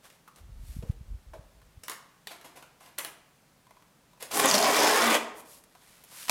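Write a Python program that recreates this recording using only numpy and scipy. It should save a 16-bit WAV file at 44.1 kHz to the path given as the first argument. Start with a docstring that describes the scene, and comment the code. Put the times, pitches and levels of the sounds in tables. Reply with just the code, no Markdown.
"""A knife rips up through a tall cardboard box, chopping across the flutes as the big panel booms.
Before the rip it is worked in with sharp snaps, dry pops and hollow knocks; the porch walls answer.
Sleeves rustle, a puff of wind bumps the microphone, and at the end the blade bites in again."""
import sys
import numpy as np
from scipy import signal
from scipy.fft import rfft, irfft, next_fast_len
from scipy.io import wavfile
from scipy.ndimage import map_coordinates

SR = 44100
rng = np.random.default_rng(int(sys.argv[2]) if len(sys.argv) > 2 else 0)


def transcribe(u):
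    """Save the signal u as a 16-bit wav file named by the first command-line argument.

    u: samples, shape (n,) or (channels, n), limited to [-1, 1]; the rate is SR.
    q: integer samples, one column per channel.
    """
    v = np.clip(np.atleast_2d(u).T, -1, 1)
    q = np.round(v * 32767).astype(np.int16)
    wavfile.write(sys.argv[1], SR, q)


N = 277830
T = np.arange(N) / SR
CUT_START_S, CUT_FULL_S, CUT_END_S = 4.338, 4.415, 5.1606

# broad crack of cardboard: f/Hz, level/dB
CRACK_SPECTRUM = [(100, -14), (290, 2.5), (600, -0.5), (1200, 1), (2100, 0), (4000, -4), (7000, -7),
                  (12500, -4.5), (16000, -23)]
# rasp of the torn edge, lower as the slit opens: t/s, f/Hz, level/dB
EDGE_RASP = [(4.39, 9700, -7), (4.47, 6550, -1), (4.55, 5660, 1.5), (4.65, 4800, 1.5), (4.71, 4860, -9),
             (4.8, 5430, 5), (4.92, 4970, 1), (5.15, 4600, -7)]


def amp(db):
    """Decibels to gain."""
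    return 10 ** (np.asarray(db) / 20)


def unit(x):
    """Scale to rms 1."""
    return x / np.sqrt(np.mean(x ** 2) + 1e-20)


def along(points, hz):
    """Read (f/Hz, value) points on a log axis."""
    f, v = np.transpose(points)
    return np.interp(np.log(hz + 1), np.log(f), v)


def course(rows):
    """Pitch and gain per sample from (t/s, f/Hz, level/dB) rows."""
    s, hz, db = np.transpose(rows)
    return np.interp(T, s, hz), amp(np.interp(T, s, db))


def gate(start_s, end_s, attack_s, release_s):
    """1 from start to end, with exponential flanks."""
    return np.exp(-np.maximum(0, np.maximum((start_s - T) / attack_s, (T - end_s) / release_s)))


def bell(t, sigma_s):
    """Gaussian, 1 at t = 0."""
    return np.exp(-(t / sigma_s) ** 2 / 2)


def wobble(rate_hz):
    """Smooth random curve through knots at rate_hz."""
    knots = rng.standard_normal(int(N * rate_hz / SR) + 4)
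    return map_coordinates(knots, [T * rate_hz])


def grains(rate_hz, spread_db):
    """Tiny random clicks of unequal size, rms 1."""
    clicks = (rng.random(N) < rate_hz / SR) * rng.choice([-1, 1], N)
    return unit(clicks * amp(spread_db * np.clip(rng.standard_normal(N), -2, 2)))


def add(track, s, sound):
    """Mix a sound in at time s."""
    part = track[round(s * SR):][:len(sound)]
    part += sound[:len(part)]


def filtered(x, response):
    """Apply a frequency response."""
    size = next_fast_len(len(x) + SR // 10, real=True)
    return irfft(rfft(x, size) * response(np.fft.rfftfreq(size, 1 / SR)), size)[:len(x)]


def highpass(x, edge_hz, order):
    """Zero-phase bass cut, -6 dB at the edge."""
    return filtered(x, lambda hz: hz ** order / (hz ** order + edge_hz ** order))


def coloured(x, spectrum):
    """Shape by (f/Hz, level/dB) points, rms 1."""
    return unit(filtered(x, lambda hz: amp(along(spectrum, hz))))


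def resonate(x, modes):
    """Resonances (f/Hz, width/Hz, level/dB) of alternating sign, rms 1."""
    def response(f):
        return sum((-1) ** k * amp(db) * 1j * f * width / (hz * hz - f * f + 1j * f * width)
                   for k, (hz, width, db) in enumerate(modes))
    return unit(filtered(x, response))


def glide(x, hz, width_hz):
    """One resonance of moving pitch, rms 1."""
    turn = np.exp(2j * np.pi * np.cumsum(hz) / SR)
    ring = signal.lfilter([1], [1, -np.exp(-np.pi * width_hz / SR)], x / turn)
    return unit((ring * turn).real)


def burst(hz, width_hz, t60_s, crack_db, rise_s=0.00018):
    """Damped resonance plus the broad crack of cardboard, peak near 1."""
    t = np.arange(SR // 10) / SR
    decay = np.exp(-np.log(1000) * t / max(t60_s, 0.002)) * (1 - np.exp(-t / rise_s))
    ring_noise, crack_noise = rng.standard_normal((2, len(t)))
    ring = resonate(ring_noise * decay, [(hz, width_hz, 0)])
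    crack = amp(crack_db) * unit(decay * coloured(crack_noise, CRACK_SPECTRUM))
    return unit(ring + crack) * np.sqrt(np.mean(decay ** 2)) / decay.max() / 2


def porch(x, tail_db, early_db, early_t60_s):
    """Add dull early reflections off box and wall, and a tail whose treble dies first."""
    # porch decay: f/Hz, t60/s
    decay_times = [(150, 0.83), (400, 0.74), (1040, 0.75), (2760, 0.56), (7280, 0.43), (15000, 0.26)]
    hz, t, bands = signal.stft(rng.standard_normal(SR), SR, nperseg=256)
    bands = bands * np.exp(-np.log(1000) * t / along(decay_times, hz)[:, None])
    tail = signal.istft(bands, SR, nperseg=256)[1]
    age = np.arange(len(tail)) / SR
    early = rng.standard_normal(len(tail)) * np.exp(-np.log(1000) * age / early_t60_s) * (age > 0.002)
    early = filtered(early / np.linalg.norm(early), lambda hz: 1 / (1 + 1j * hz / 9000))
    answer = amp(tail_db) * tail / np.linalg.norm(tail) + amp(early_db) * early
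    return x + signal.fftconvolve(x, answer)[:len(x)]


def background():
    """Quiet steady noise, mostly bass."""
    # ambience: f/Hz, level/dB
    spectrum = [(15, -27), (25, 3.5), (92, -7), (153, 1.5), (344, -8.5), (591, -8.5), (1000, -11),
                (3080, -17), (9070, -21), (15300, -25), (16000, -34)]
    return amp(-63.5) * coloured(rng.standard_normal(N), spectrum)


def wind():
    """One puff buffets the microphone; each eddy is a suck and a push on the diaphragm."""
    # buffeting: f/Hz, level/dB
    spectrum = [(12, -38), (20, -3), (43, 12.5), (81, -1.5), (145, -16), (352, -32), (500, -52), (650, -66),
                (1100, -120)]
    # single eddies: t/s, peak/dB, f/Hz
    eddies = [(0.499, -39, 63), (0.639, -41, 73), (0.768, -31.5, 119), (0.792, -29.5, 72.5),
              (0.837, -32, 111), (0.901, -18.5, 79), (1.013, -37.5, 86), (1.395, -39, 80),
              (1.779, -41.5, 58.7)]
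    peak_s, rise_db_per_s, fall_db_per_s = 0.81, 25, 21
    swell_db = -36.5 - np.maximum(rise_db_per_s * (peak_s - T), fall_db_per_s * (T - peak_s))
    lull_db = -11 * bell(T - 1.236, sigma_s=0.033)
    gust = amp(swell_db + lull_db) * gate(0.41, 1.68, attack_s=0.015, release_s=0.12)
    out = gust * unit(amp(4.3 * wobble(23.04)) * coloured(rng.standard_normal(N), spectrum))
    for s, db, hz in eddies:
        phase = 2 * np.pi * hz * (T - s)
        out += amp(db) * phase * np.exp((1 - phase ** 2) / 2)
    return out


def sleeves():
    """Sleeves and knife cord on the liner: some strokes full brushes, others a thin high swish."""
    # strokes: peak t/s, level/dB, sigma/s, lower edge/Hz
    strokes = [(0.059, -53.5, 0.016, 815), (0.119, -61.5, 0.043, 885), (0.388, -58.5, 0.017, 600),
               (0.726, -57.5, 0.07, 2780), (0.899, -60.5, 0.025, 900), (5.39, -51.5, 0.022, 6740),
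               (5.529, -53, 0.052, 4430), (5.921, -59.5, 0.13, 1512), (6.222, -45, 0.073, 2210)]
    # sliding threads: f/Hz, level/dB
    spectrum = [(200, 30), (900, 19), (2500, 9.5), (6000, 4.5), (12000, 5), (16000, -8.5)]
    out, t = np.zeros(N), np.arange(SR // 2) / SR - 1 / 4
    for s, db, sigma_s, edge_hz in strokes:
        threads = coloured(grains(rate_hz=12000, spread_db=7)[:len(t)], spectrum)
        stroke = unit(highpass(threads, edge_hz, order=2)) * bell(t, sigma_s)
        start_s = s + t[0]
        add(out, max(start_s, 0), amp(db) * stroke[max(0, round(-start_s * SR)):])
    return out


def pops():
    """Single flutes buckle under the hand: a faint click and a short, dull knock."""
    # buckling flutes: t/s, level/dB, f/Hz
    buckles = [(1.616, -46, 1040), (2.572, -36, 990), (2.808, -41, 755), (3.668, -46, 1030),
               (3.708, -40.5, 634), (3.767, -45.5, 1040), (3.823, -47, 1070), (4.132, -46, 610),
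               (4.175, -48, 590), (5.7506, -40.5, 720)]
    out = np.zeros(N)
    for s, db, hz in buckles:
        spot = burst(hz, width_hz=0.14 * hz, t60_s=0.0092, crack_db=-6, rise_s=0.0015)
        box = amp(-1.5) * burst(990, width_hz=150, t60_s=0.022, crack_db=-9, rise_s=0.0017)
        add(out, s, amp(db - 4) * (spot + box))
    return porch(out, tail_db=-7, early_db=-9, early_t60_s=0.07)


def handling():
    """A short squeak and dull knocks on the box, some ringing all of it; knife and cord tick."""
    # a squeak, then knocks: t/s, level/dB, f/Hz, t60/s, box re spot/dB
    contacts = [(0.275, -38, 1200, 0.056, -32), (0.822, -37.5, 456, 0.16, -30), (1.334, -36, 560, 0.17, 1),
                (4.221, -34, 480, 0.049, -6)]
    # damping by the soft hand: f/Hz, level/dB
    soft_hand = [(1300, -1.5), (1800, -4.5)]
    # knife and cord ticks: t/s, level/dB, f/Hz
    taps = [(0.101, -39.5, 2820), (0.278, -41, 11800), (0.36, -39.5, 6500), (0.8253, -41, 2820),
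            (2.8606, -40.5, 2900), (5.6378, -39.5, 8500), (6.038, -35, 11500), (6.047, -40, 11000)]
    board, ticks = np.zeros((2, N))
    for s, db, hz, t60_s, box_db in contacts:
        spot = burst(hz, width_hz=0.19 * hz, t60_s=t60_s, crack_db=-14, rise_s=0.003)
        box = amp(box_db) * burst(920, width_hz=210, t60_s=0.33 * t60_s, crack_db=-30)
        add(board, s, amp(db - 2.5) * (spot + box))
    board = filtered(board, lambda hz: amp(along(soft_hand, hz)))
    for s, db, hz in taps:
        add(ticks, s, amp(db - 6) * burst(hz, width_hz=0.46 * hz, t60_s=0.027, crack_db=-3.5))
    return porch(board + ticks, tail_db=-8.5, early_db=-7, early_t60_s=0.1)


def rubs():
    """The blade rubs in its slot and sets the board around it humming."""
    # blade strokes: t/s, level/dB, length/s
    strokes = [(2.31, -43, 0.0098), (2.448, -44.5, 0.0064), (2.561, -49, 0.019), (2.805, -54.5, 0.079),
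               (3.035, -45, 0.015), (4.207, -43, 0.017), (4.314, -32, 0.0081), (6.112, -53, 0.014)]
    scrape = coloured(grains(rate_hz=5100, spread_db=-2), CRACK_SPECTRUM)
    hum = amp(-7) * resonate(grains(rate_hz=2500, spread_db=1), [(690, 200, -1), (1067, 78, -1)])
    contact = sum(amp(db) * gate(s, s + length_s, attack_s=0.0046, release_s=0.016)
                  for s, db, length_s in strokes)
    return amp(-5.5) * porch(contact * (scrape + hum), tail_db=-1, early_db=-15, early_t60_s=0.29)


def bites():
    """The blade bites in again: a thunk and a tear."""
    # blade entries: t/s, level/dB, t60/s
    entries = [(6.281, -30.5, 0.24), (6.2953, -10, 0.02)]
    out = np.zeros(N)
    for s, db, t60_s in entries:
        thunk = amp(-0.5) * burst(1020, width_hz=67, t60_s=t60_s, crack_db=-7)
        tear = burst(2660, width_hz=3300, t60_s=t60_s, crack_db=-8)
        add(out, s, amp(db) * (thunk + tear))
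    return out


def blade_ping():
    """The steel blade springs free and rings briefly."""
    # blade modes: f/Hz, level/dB, t60/s
    modes = [(1880, 1, 0.023), (4120, -0.5, 0.022), (4420, -1, .021)]
    t = np.arange(SR // 10) / SR
    return sum(amp(db - 60 * t / t60_s) * np.sin(2 * np.pi * hz * t) for hz, db, t60_s in modes) / 2


def snaps():
    """The point punches the liner: it gives, the board thuds, the toughest fibres click."""
    # liner cracks: t/s, level/dB, f/Hz, click/dB, rise/s, ping/dB
    cracks = [(1.8352, -29.5, 6760, -22, 0.00073, -16), (1.882, -24, 1260, 6, 0.0021, -22),
              (1.8974, -21.5, 1280, 5.5, 0.00014, -30), (1.916, -30, 1400, 7, 0.0023, -27),
              (2.2714, -27, 3200, 1, 0.0012, 1), (2.316, -35.5, 1870, -13, .0005, -7),
              (2.4119, -38, 1910, -23, 0.00045, -11), (2.625, -35, 1320, -5, 0.00077, -26),
              (2.9813, -29.5, 2160, -21, 0.00026, -0.5), (2.9851, -29.5, 3500, 18.5, .0002, -21),
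              (2.9876, -29, 1990, 16, 0.00029, -2), (2.9919, -24.5, 1910, 1, 0.00049, -2),
              (3.0482, -24.5, 2600, 10, 0.00019, -4), (4.2258, -26.5, 7300, 7, 0.0015, -30),
              (4.314, -27.5, 5200, 4, 0.0046, -24)]
    out = np.zeros(N)
    for s, db, hz, click_db, rise_s, ping_db in cracks:
        give = burst(hz, width_hz=hz / 2, t60_s=0.018, crack_db=-3, rise_s=rise_s)
        thud = amp(-13.5) * burst(580, width_hz=290, t60_s=0.028, crack_db=-27, rise_s=0.001)
        click = amp(click_db) * burst(10000, width_hz=4500, t60_s=0.0039, crack_db=-3, rise_s=0.0001)
        snap = np.pad(give + thud + click, (0, SR // 2))
        add(out, s, amp(db - 4.5) * porch(snap, tail_db=-3.5, early_db=-0.5, early_t60_s=0.19))
        add(out, s, amp(db + ping_db - 3) * blade_ping())  # close and dry
    return highpass(out, 170, order=3)  # so small a spot radiates no bass


def pull():
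    """Gain of the arm's pull: builds, holds, stops as the blade runs out."""
    attack_db = 8.5 * np.maximum(0, (CUT_FULL_S - T) / (CUT_FULL_S - CUT_START_S)) ** 2
    release_db = 518 * np.maximum(0, T - CUT_END_S)
    return gate(CUT_START_S, np.inf, attack_s=0.0084, release_s=1) * amp(-attack_db - release_db)


def flute_force(rate_hz, unsteady, relax_flutes, uneven_db):
    """Force on the blade: jumps at each flute, relaxes until the next."""
    crossed = np.cumsum(rate_hz * np.exp(unsteady * wobble(45))) / SR
    strength = amp(uneven_db * rng.standard_normal(SR))[crossed.astype(int)]
    return unit(strength * (0.35 + np.exp(-(crossed % 1) / relax_flutes)))


def tearing(force):
    """Drive on the heavy board, which follows the jerks only loosely."""
    return np.sqrt(force) * grains(rate_hz=9000, spread_db=2.5)


def panel_boom(force):
    """The panel booms lower at its slack middle than near its stiff top."""
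    # panel modes, middle and top: f/Hz, width/Hz, level/dB
    slack_modes = [(107, 23, -1), (198, 47, 0.5), (262, 38, 1.5), (303, 29, -1.5)]
    stiff_modes = [(214, 11, -24), (234.2, 15, 4.5), (263, 6.3, -3.5), (312, 36, -0.5)]
    # slack modes in the mix: t/s, power share
    slackness = [(4.5, 0.92), (4.75, 0.079)]
    share = np.interp(T, *np.transpose(slackness))
    stiff = unit(highpass(resonate(tearing(force), stiff_modes), 190, order=8))
    slack = resonate(tearing(force), slack_modes)
    sway = np.sqrt(share) * slack + np.sqrt(1 - share) * stiff
    return highpass(sway, 125, order=6)  # a light panel hardly radiates deep bass


def board_chop(force, treble_gain):
    """Chopping rings board, hollow and flaps; the flaps rise as less free board is left."""
    # flaps either side of the cut: t/s, f/Hz, level/dB
    near_flap = [(4.5, 730, -15), (4.6, 763, -0.5), (4.68, 710, 1.5), (4.74, 726, -14), (4.83, 820, -2),
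                 (4.92, 930, -8.5), (4.97, 1090, -4), (5.03, 1400, -4), (5.13, 1000, -10)]
    far_flap = [(4.45, 1075, -8.5), (4.56, 1010, -10), (4.67, 980, -4.5), (4.73, 1040, -12),
                (4.79, 1080, -3.5), (4.83, 1410, -21), (4.89, 1580, -4.5), (5.05, 1900, -26),
                (5.12, 2460, -8.5)]
    # board: f/Hz, level/dB
    spectrum = [(190, -30), (350, -23), (411, -5.5), (624, -3), (1100, -6.5), (1250, -8), (2180, -9.5),
                (2600, -15.5), (4000, -19), (5200, -23), (8800, -120)]
    # hollow box: f/Hz, width/Hz, level/dB
    hollow_modes = [(410, 17.3, -3), (446, 47, -10), (1075, 42, -8), (1894, 150, -14.5), (2373, 170, -13),
                    (3420, 380, -15.5)]
    flaps = sum(gain * glide(tearing(force), hz * (1 + 0.04 * wobble(60)), width_hz=130)
                for hz, gain in map(course, (near_flap, far_flap)))
    board = amp(-1) * coloured(tearing(force), spectrum)
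    hollow = amp(-5.5) * resonate(tearing(force), hollow_modes)
    body = highpass(board + flaps + hollow, 230, order=6)
    return body + (treble_gain - 1) * highpass(body, 1300, order=4)


def fibre_crackle(force):
    """Fibres break in clumps at each flute; the torn edge rasps."""
    # crackle: f/Hz, level/dB
    spectrum = [(1500, -31), (3000, 10.5), (4000, -4), (5200, 7.5), (6800, 7), (9000, -9), (16000, -39)]
    clumps, edge = [force ** 1.2 * grains(rate_hz=1700, spread_db=4) for _ in range(2)]
    rasp_hz, rasp_gain = course(EDGE_RASP)
    rasp = rasp_gain * glide(edge, rasp_hz, width_hz=740)
    return amp(-2.5) * coloured(clumps, spectrum) + amp(-1) * rasp


def blade_hiss(force):
    """The blade hisses in the slit, pulsing with the force."""
    # hiss: f/Hz, level/dB
    spectrum = [(4000, -4), (7500, 0), (10000, 1), (13000, -3), (16000, -12)]
    return coloured(force * grains(rate_hz=16000, spread_db=8), spectrum)


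def fibre_breaks():
    """Tough fibres snap; lesser ones click at random near the pitch of the torn edge."""
    # tough fibres: t/s, level/dB, f/Hz
    tough = [(4.3425, -20, 8200), (4.3745, -16, 10100), (4.396, -14, 9740), (4.3965, -11.5, 2400),
             (4.442, -17, 3180), (4.4575, -6.5, 10100), (4.4866, -9, 6540), (4.4993, -10, 6600),
             (4.5125, -4, 5100), (4.5416, -4.5, 4850), (4.5519, -8.5, 4900), (4.5807, -9, 4530),
             (4.6266, -9.5, 4700), (4.645, -15, 4700), (4.7453, -12, 4900), (4.8006, -15, 5900),
             (4.8955, -12, 5230), (5.0206, -10.5, 5140)]
    out = np.zeros(N)
    for s, db, hz in tough:
        add(out, s, amp(db - 3.5) * burst(hz, width_hz=0.25 * hz, t60_s=0.011, crack_db=-7))
    rasp_s, rasp_hz, _ = np.transpose(EDGE_RASP)
    for place, size, detune in rng.random((44, 3)):
        s = CUT_FULL_S + place * (CUT_END_S - CUT_FULL_S)
        hz = np.interp(s, rasp_s, rasp_hz) * 2 ** (detune - 0.3)
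        add(out, s, amp(-20 + 4 * size) * burst(hz, width_hz=0.5 * hz, t60_s=0.006, crack_db=-5))
    return out


def climbing(x, step_s=0.07):
    """Each crossfaded step of the cut up the box meets different reflections."""
    out = np.zeros(N)
    for s in np.arange(CUT_START_S - 2 * step_s, CUT_END_S + step_s, step_s):
        fade = np.maximum(0, 1 - np.abs((T - s) / step_s - 1))
        step = (x * fade)[round(s * SR):][:SR]
        add(out, s, porch(step, tail_db=-7.5, early_db=-7, early_t60_s=0.022))
    return out


def rip():
    """The long cut: one force across the flutes drives panel, board, fibres and blade."""
    # blade catches (+) and slips (-): t/s, level/dB, sigma/s
    catches = [(4.399, 6, 0.0034), (4.413, -3, 0.014), (4.452, 3.5, 0.014), (4.593, -3, 0.031),
               (4.718, -3, 0.0068), (4.808, 1, 0.042)]
    catch_db = sum(db * bell(T - s, sigma_s) for s, db, sigma_s in catches)
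    climb_s = np.clip(T, CUT_START_S, CUT_END_S) - CUT_FULL_S
    # the short slit grips at first: more hiss, less board and crackle
    tight = np.interp(T - CUT_START_S, [0, 0.14], [1, 0])
    treble_gain = (0.73 + 0.26 * climb_s) * amp(0.58 * catch_db)  # the chop brightens as the cut climbs and when the blade catches
    effort = pull()
    force = flute_force(rate_hz=125, unsteady=0.35, relax_flutes=0.93, uneven_db=1)
    boom = amp(-37.5 + 1.7 * climb_s) * panel_boom(force)
    chop = amp(-27 + 3.2 * climb_s) * board_chop(force, treble_gain)
    crackle = amp(-32.3 - 5 * climb_s - 4 * tight + catch_db) * fibre_crackle(force)
    hiss = amp(-35.5 + 2.7 * climb_s + 10 * tight + 0.49 * catch_db) * blade_hiss(force)
    box = effort * amp(catch_db - 2.5 * tight) * (boom + chop)
    slit = effort * (crackle + hiss) + fibre_breaks()
    return climbing(box + highpass(slit, 250, order=4))  # fibres and blade radiate no bass


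def scene():
    """Knife, box, sleeves and wind over the background, mono."""
    knife = rip() + snaps() + bites() + rubs()
    return (knife + handling() + pops() + sleeves() + wind() + background())[None]


def record(dry):
    """Microphone bass roll-off and band limit."""
    low_hz, top_hz = 45, 16000
    lean = filtered(dry[0], lambda hz: hz ** 2 / np.sqrt(hz ** 4 + low_hz ** 4))
    return filtered(lean, lambda hz: hz < top_hz)[None]


dry = scene()
out = record(dry)
transcribe(out)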